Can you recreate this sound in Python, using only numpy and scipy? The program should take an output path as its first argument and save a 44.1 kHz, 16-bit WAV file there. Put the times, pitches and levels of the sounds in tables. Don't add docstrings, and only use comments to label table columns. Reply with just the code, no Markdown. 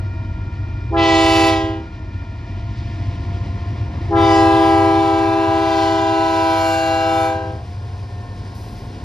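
import sys
import numpy as np
from scipy import signal
from scipy.fft import rfft, irfft, next_fast_len
from scipy.io import wavfile
from scipy.ndimage import uniform_filter1d, minimum_filter1d

SR = 44100
rng = np.random.default_rng(int(sys.argv[2]) if len(sys.argv) > 2 else 0)


def unload_audio(sound):
    columns = np.transpose(np.atleast_2d(sound))
    steps = np.round(np.clip(columns, -1, 1) * 32767)
    wavfile.write(sys.argv[1], SR, steps.astype(np.int16))


N = 398663
TIME = np.arange(N) / SR
HIGHEST_HZ = 14500


def amp(db):
    return 10 ** (np.asarray(db) / 20)


def unit(x):
    return x / np.sqrt(np.mean(abs(x) ** 2) + 1e-20)


def curves(rows, t=TIME):
    seconds, *columns = np.transpose(rows)
    return [np.interp(t, seconds, column) for column in columns]


def at_hz(rows, hz, column=1):
    table = np.transpose(rows)
    return np.interp(np.log(hz + 1), np.log(table[0] + 1), table[column])


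def drift(t, rate):
    knots = signal.resample_poly(rng.standard_normal(256 + 2048), 8, 1)
    return np.interp((t - t[0]) * rate * 8 + 100, np.arange(len(knots)), knots)


def filtered(x, response):
    size = next_fast_len(N + 8192)
    return irfft(rfft(x, size) * response(np.fft.rfftfreq(size, 1 / SR)), size)[:N]


def noise(colour):
    return unit(filtered(rng.standard_normal(N), lambda hz: amp(at_hz(colour, hz))))


def band(x, lo_hz, hi_hz):
    return filtered(x, lambda hz: 1 / np.sqrt((1 + (lo_hz / (hz + 1)) ** 12) * (1 + (hz / hi_hz) ** 12)))


def tone(hz, wander_hz, rate, flutter_db):
    turns = np.cumsum(hz + wander_hz * drift(TIME, rate)) / SR
    return unit(np.sin(2 * np.pi * turns) * amp(flutter_db * drift(TIME, rate)))


# pitch in Hz, level in dB, beats per second, strength of the partner tone.
BELL_NOTES = [(648, -55, 3.7, 0.69), (940, -51.5, 8.9, 0.29), (1397, -53, 16, 0.76),
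              (1876, -60.5, 5.8, 0.46), (2402, -54, 9, 0.06)]

def bells(wander_hz=1.1, start_db=3, fade_db_per_s=1.6):
    ring = np.zeros(N)
    for hz, db, beat_hz, depth in BELL_NOTES:
        note = tone(hz, wander_hz, rate=8, flutter_db=1.4)
        partner = tone(hz + beat_hz, wander_hz, rate=15, flutter_db=2.4)
        ring += amp(db) * unit(note + depth * partner)
    return ring * amp(start_db - fade_db_per_s * TIME)


# pitch in Hz at speed 1, relative level in dB.
FAN_TONES = [(691.4, 0), (1038, -7), (812, -24.5), (513, -13.5)]
# time in seconds, level in dB, speed as a factor.
FAN_RUN = [(0, -60, .99), (2, -55, .99), (3.4, -42.5, 1.002), (3.9, -43.5, 1.005), (5, -50, 1.01),
           (7.7, -47, 1.025), (9.04, -47, 1.027)]
# time in seconds, level in dB.
WHISTLE_LEVEL = [(0, -65), (3.201, -55.5), (7.6, -72.5), (8.3, -51), (8.6, -70)]

def fans(wander_hz=1.59, whistle_hz=1802):
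    db, speed = curves(FAN_RUN)
    whine = sum(amp(db + tone_db) * tone(hz * speed, wander_hz, 30, 2.8) for hz, tone_db in FAN_TONES)
    whistle = amp(curves(WHISTLE_LEVEL)[0]) * tone(whistle_hz, wander_hz=2.94, rate=25, flutter_db=2.2)
    return whine + whistle


# time in seconds, level in dB.
VENT_LEVEL = [(8.53, -110), (8.55, -52), (8.7, -56), (8.85, -61), (9.04, -86)]
# frequency in Hz, relative level in dB.
VENT_SPECTRUM = [(2000, -29.5), (5000, 7), (7500, -13), (11000, -4), (14500, -11)]

def air_vent():
    return noise(VENT_SPECTRUM) * amp(curves(VENT_LEVEL)[0])


# time in seconds, then rumble, roar and rail hiss in dB.
ROLLING_LEVELS = [(0, -36.5, -48, -53.5), (2.3, -40, -49.5, -53.5), (2.8, -35.5, -48, -47.5),
                  (4.0, -34, -42, -49), (4.7, -41, -39.5, -42.5), (6, -41.5, -44.5, -44.5),
                  (7.8, -41.5, -47.5, -51.5), (9.04, -36.5, -45, -49.5)]
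# frequency in Hz, relative level in dB.
ROLLING_FAR = [(25, -16), (45, 4), (110, -8.5), (160, 3), (330, 0.5), (430, -16.5), (800, -14), (1000, -12),
               (1250, -23), (1520, -26.5), (1850, -13.5), (2700, -16.5), (5200, -20.5), (7500, -40),
               (14000, -85)]
ROLLING_NEAR = [(25, -15.5), (45, -19.5), (110, 5.5), (200, 7), (350, -1.5), (560, -5), (1020, -3.5),
                (1230, -19), (1500, -17.5), (3400, -21), (5100, -19), (7500, -38.5), (11500, -41.5),
                (14000, -60)]

def rolling(flicker_db=1.0, chuff=0.074, firing_hz=71.5):
    near = np.clip((TIME - 2) / 5.9, 0, 1) ** 2
    far_noise, near_noise = noise(ROLLING_FAR), noise(ROLLING_NEAR)
    out = np.zeros(N)
    for db, edges_hz in zip(curves(ROLLING_LEVELS), [(20, 420), (420, 1600), (1600, 16000)]):
        roar = np.sqrt(1 - near) * unit(band(far_noise, *edges_hz))
        roar += np.sqrt(near) * unit(band(near_noise, *edges_hz))
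        out += roar * amp(db + flicker_db * drift(TIME, 25))
    return out * (1 + chuff / 2 * tone(firing_hz, wander_hz=1.5, rate=8.7, flutter_db=2))


# multiple of the cycle rate, then leading and trailing engine levels in dB.
EXHAUST_TONES = [(5, -11.5, 0.5), (6, -9, -32), (7, 1, -7.5), (8, -4.5, -2.5), (9, -2, -10.5),
                 (10, -7.5, -14.5), (11, 4.5, -6.5), (12, -8, -1), (13, -4, -12.5), (14, -5, -39),
                 (15, -11, -18.5), (16, -14.5, -23.5), (17, -33.5, -19.5)]
# time in seconds, throb in dB, deep boom in dB.
EXHAUST_LEVELS = [(0, -26, -32.5), (1.1, -24.5, -29.5), (1.95, -30, -34.5), (3.2, -24, -33),
                  (4.25, -23, -35), (5.3, -29.5, -46), (7.1, -32, -44), (7.8, -28, -44), (9.04, -33, -36)]

def engines(cycle_hz=(8.58, 9.06), unsteady=0.31, wander=0.0017, slip=0.14):
    boom, throb = np.zeros((2, N))
    for engine, hz in enumerate(cycle_hz):
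        turns = np.cumsum(hz * (1 + wander * drift(TIME, 2))) / SR + rng.random()
        for multiple, *engine_dbs in EXHAUST_TONES:
            lag = multiple ** 2 / 5
            level = amp(engine_dbs[engine]) * (1 + unsteady * drift(TIME, 6))
            wave = level * np.sin(2 * np.pi * (multiple * turns + lag + slip * drift(TIME, 5)))
            if multiple < 9:
                boom += wave
            else:
                throb += wave
    throb_db, boom_db = curves(EXHAUST_LEVELS)
    return amp(throb_db + 0.6) * unit(throb) + amp(boom_db + 1.0) * unit(boom)


def echoes(x, level_db, decay_s=0.21, echoes_per_s=2000):
    t = np.arange(SR) / SR
    taps = rng.standard_normal(SR) * (rng.random(SR) < echoes_per_s / SR)
    taps *= (t > .02) * amp(-60 * t / decay_s)
    scattered = signal.fftconvolve(x, taps / np.linalg.norm(taps))[:N]
    return amp(level_db) * band(scattered, 1000, 7600)


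# time in seconds, frequency in Hz, share of the full depth.
DIP_PATH = [(1.3, 597, 0.75), (4.3, 609, 0.88), (5.2, 582, 0.92), (5.85, 530, 0.6), (6.8, 386, 0.98),
            (7.4, 372.5, 0.74)]
# multiple of that frequency, full depth in dB, width in octaves.
DIP_SHAPES = [(1.002, 22, 0.19), (2.55, 16.5, 0.084)]

def ground_dip_db(hz, t):
    dip_hz, share = curves(DIP_PATH, t)
    return -share * sum(db * np.exp(-abs(np.log2(hz / (multiple * dip_hz))) / width)
                        for multiple, db, width in DIP_SHAPES)


NEAR_FROM_S, NEAR_OVER_S = 4.3, 2.4

def nearness(t):
    return np.clip((t - NEAR_FROM_S) / NEAR_OVER_S, 0, 1)


def envelope(age, released, lag_s, attack_s, fall_db_per_s):
    return (1 - np.exp(-np.maximum(age - lag_s, 0) / attack_s)) * amp(-fall_db_per_s * released)


# levels in dB at 1, 2 and 3 times its pitch.
LOW_TONES_FAR = [(-13.5, -10, -25.5), (-19, -12.5, -28.5), (-22, -21, -33)]
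LOW_TONES_NEAR = [(-15.5, -15.5, -14.5), (-17.5, -16, -35), (-22, -24, -29)]

def chord(t, age, released, phases, chime_dbs, flutter_db=0.86, swell_db=0.97):
    near, out = nearness(t), np.zeros(len(t))
    for chime, (pitch, *_) in enumerate(HORN_CHIMES):
        for k, (far_db, near_db) in enumerate(zip(LOW_TONES_FAR[chime], LOW_TONES_NEAR[chime]), 1):
            db = chime_dbs[chime] + far_db + near * (near_db - far_db) + ground_dip_db(k * pitch, t)
            db += flutter_db * drift(t, 16) + near * swell_db * drift(t, 2.42)
            shape = envelope(age, released, lag_s=.016 * np.log2(k), attack_s=.04,
                             fall_db_per_s=35.5 * k ** 0.71)
            out += shape * amp(db) * np.sin(k * phases[chime] + 2 * np.pi * rng.random())
    return out


# frequency in Hz, then relative level in dB far and near.
BRASS_SPECTRUM = [(1190, 4.5, 2.5), (1700, 0.5, -3), (2020, 8.5, 1), (2290, 2, 7.5), (2476, 4, 0),
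                  (2750, 5, 7), (3350, 3.5, -3.5), (3730, 1.5, 3.5), (3900, -2.5, 1), (4350, 4, 5),
                  (4740, -1.5, -8.5), (4930, 1.5, 0.5), (5840, -8.5, -12), (7300, -10.5, -10.5),
                  (8400, -35, -41), (9700, -13, -18), (14000, -32, -32)]

def overtones(t, age, phases, scatter, shimmer=0.15, blur_hz=7000, opening_hz=3650, doubling_s=0.19):
    near, coarse_t = nearness(t), t[::64]
    waves, power = np.zeros((2, 4, len(t)))
    cutoff_hz = opening_hz * 2 ** np.minimum(age / doubling_s, 10)
    for (pitch, *_, far_db, near_db), phase in zip(HORN_CHIMES, phases):
        for k in range(4, int(HIGHEST_HZ / pitch)):
            hz = k * pitch
            blur = shimmer * (1 + (hz / blur_hz) ** 3)
            paths = [scatter * drift(coarse_t, 6.2) + blur * drift(coarse_t, 55) for _ in range(2)]
            in_step, out_of_step = np.interp(t, coarse_t, 1 + paths[0]), np.interp(t, coarse_t, paths[1])
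            level = (1 - near) * amp(far_db + at_hz(BRASS_SPECTRUM, hz))
            level += near * amp(near_db + at_hz(BRASS_SPECTRUM, hz, column=2))
            angle = k * phase + 0.0084 * k ** 2
            which = np.searchsorted([1800, 4200, 8500], hz)
            opened = 1 / (1 + (hz / cutoff_hz) ** 4)
            waves[which] += opened * level * (in_step * np.sin(angle) + out_of_step * np.cos(angle))
            power[which] += level ** 2 * (in_step ** 2 + out_of_step ** 2) / 2
    return waves / np.sqrt(uniform_filter1d(power, size=4000, axis=1))


# pitch in Hz, share it starts sharp by, settling time in seconds,
# share it bends by on release, then overtone level in dB far and near.
HORN_CHIMES = [(327.76, .019, .16, -.009, 6, 6), (398.35, .016, .14, -.001, -4.5, 10),
               (504.4, .007, 0.31, 0.012, -3.5, -0.5)]
# lag in seconds, rise time in seconds, fall on release in dB per second.
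BAND_TIMING = [(0.038, 0.0073, 57), (0.062, 0.019, 84), (.064, 0.03, 106), (.07, .08, 172)]
# time in seconds, then gain in dB for edge and for sizzle.
TREBLE_SWELLS = [(1.1, -0.5, -15), (1.2, -1, 0.5), (1.42, -1.5, 2.5), (4.2, 3.5, 7.5), (4.36, 6, 2.5),
                 (4.5, -1, 0), (5.5, -2.5, -3), (5.82, 7.5, 2), (6.05, 2.5, -3), (6.68, 6.5, 9.5),
                 (7.05, 2, -0.5), (7.22, -0.5, 7)]
# frequency in Hz, relative level in dB.
HISS_SPECTRUM = [(200, -8), (350, -7), (600, 5.5), (1000, 6.5), (1500, 0), (2100, 3.5), (3500, -5.5),
                 (5200, -3.5), (6300, -3.5), (7700, -26), (9300, -15), (11000, -12), (14000, -39.5)]
# time in seconds, gain in dB.
BEAM_GAIN = [(4.65, 0.5), (5.2, -3.5), (6.3, -4.5), (7.2, -2.5)]
# when the valve opens and closes in seconds, the three chimes' chord gains in dB,
# then body, blare, edge, sizzle and relative air level in dB, then scatter and roughness from 0 to 1.
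HORN_BLASTS = [(0.901, 1.481, (-0.56, -2.5, -1.2), -31.5, -21.5, -28.5, -48.5, 4.5, 0.26, 0.13),
               (4.088, 7.255, (0.7, 1.16, 0), -29.5, -31, -39.5, -54.5, 4.5, 0.51, 0.076)]

def horn_blast(row, jitter=0.00066, bend_s=0.0567, rasp=0.28, blare_share=0.43, stop_s=0.44, fade_s=0.19):
    opens, closes, chime_dbs, *band_dbs, air_db, scatter, roughness = row
    span = (TIME > opens) & (TIME < closes + stop_s)
    t = TIME[span]
    age, released = t - opens, np.maximum(t - closes, 0)
    doppler = 1 - .0007 * np.maximum(t - NEAR_FROM_S, 0)
    phases = []
    for hz, sharp, settle_s, bend, *_ in HORN_CHIMES:
        glide = 1 + sharp * np.exp(-(age / settle_s) ** 2) + bend * (1 - np.exp(-released / bend_s))
        pitch = hz * doppler * glide * (1 + jitter * drift(t, 60))
        phases.append(2 * np.pi * np.cumsum(pitch) / SR)
    edge_db, sizzle_db = curves(TREBLE_SWELLS, t)
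    swells = [0, blare_share * edge_db, edge_db, sizzle_db]
    levels = np.array([amp(db + swell) * envelope(age, released, *timing)
                       for db, swell, timing in zip(band_dbs, swells, BAND_TIMING)])
    brass = (levels * overtones(t, age, phases, scatter)).sum(0) * (1 + roughness * drift(t, 420))
    puffs = 1 + rasp * np.cos(phases[0])
    brightness = np.sqrt(levels[-2] * levels[-1])
    air = noise(HISS_SPECTRUM)[span] * brightness * amp(air_db) * puffs
    low_tones = chord(t, age, released, phases, chime_dbs)
    stopping = np.clip((stop_s - released) / fade_s, 0, 1)
    out = np.zeros(N)
    out[span] = (low_tones + brass + air) * stopping * amp(curves(BEAM_GAIN, t)[0])
    return out


# frequency in Hz, gain in dB, phase in radians.
TRACK_SIDE = [(60, -27, .6), (350, -25, 1.4), (500, -16, 1), (660, -22, 0.93), (800, -16, 0.93),
              (1000, -8.5, 1.27), (1250, -1, 0.73), (1550, 3, 1.83), (2100, -12.5, 1.65), (3000, -3, 1.33),
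              (4200, -15, 0.62), (6000, -36, -1.3), (8000, 15, -1.45), (14000, -22.5, -1.9)]
# frequency in Hz, gain in dB.
SCATTERED_SIDE = [(60, -23), (300, -21), (650, -6.5), (1350, -13), (2200, -27), (4500, -18), (7500, 5),
                  (14000, -11)]
# time in seconds, rough left minus right in dB.
HORN_BALANCE = [(1.3, -1.9), (4.5, 1), (5.7, 2), (7.2, 2.1)]

def scene():
    horn = sum(horn_blast(row) for row in HORN_BLASTS)
    mid = horn + echoes(horn, level_db=-13.0) + engines() + rolling() + fans() + bells() + air_vent()
    side = filtered(mid, lambda hz: amp(at_hz(TRACK_SIDE, hz)) * np.exp(1j * at_hz(TRACK_SIDE, hz, 2)))
    scattered = rolling() + echoes(horn, level_db=1.0) + air_vent()
    side += filtered(scattered, lambda hz: amp(at_hz(SCATTERED_SIDE, hz)))
    side += horn * (amp(curves(HORN_BALANCE)[0] / 2) - 1)
    return np.array([mid + side, mid - side])


def record(dry, ceiling=0.95):
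    gain = np.minimum(1, ceiling / (abs(dry).max(0) + 1e-9))
    limited = dry * uniform_filter1d(minimum_filter1d(gain, size=201), size=201)
    low_pass = signal.firwin(511, HIGHEST_HZ, window=("kaiser", 9), fs=SR)
    return signal.oaconvolve(limited, low_pass[None], "same")


dry = scene()
out = record(dry)
unload_audio(out)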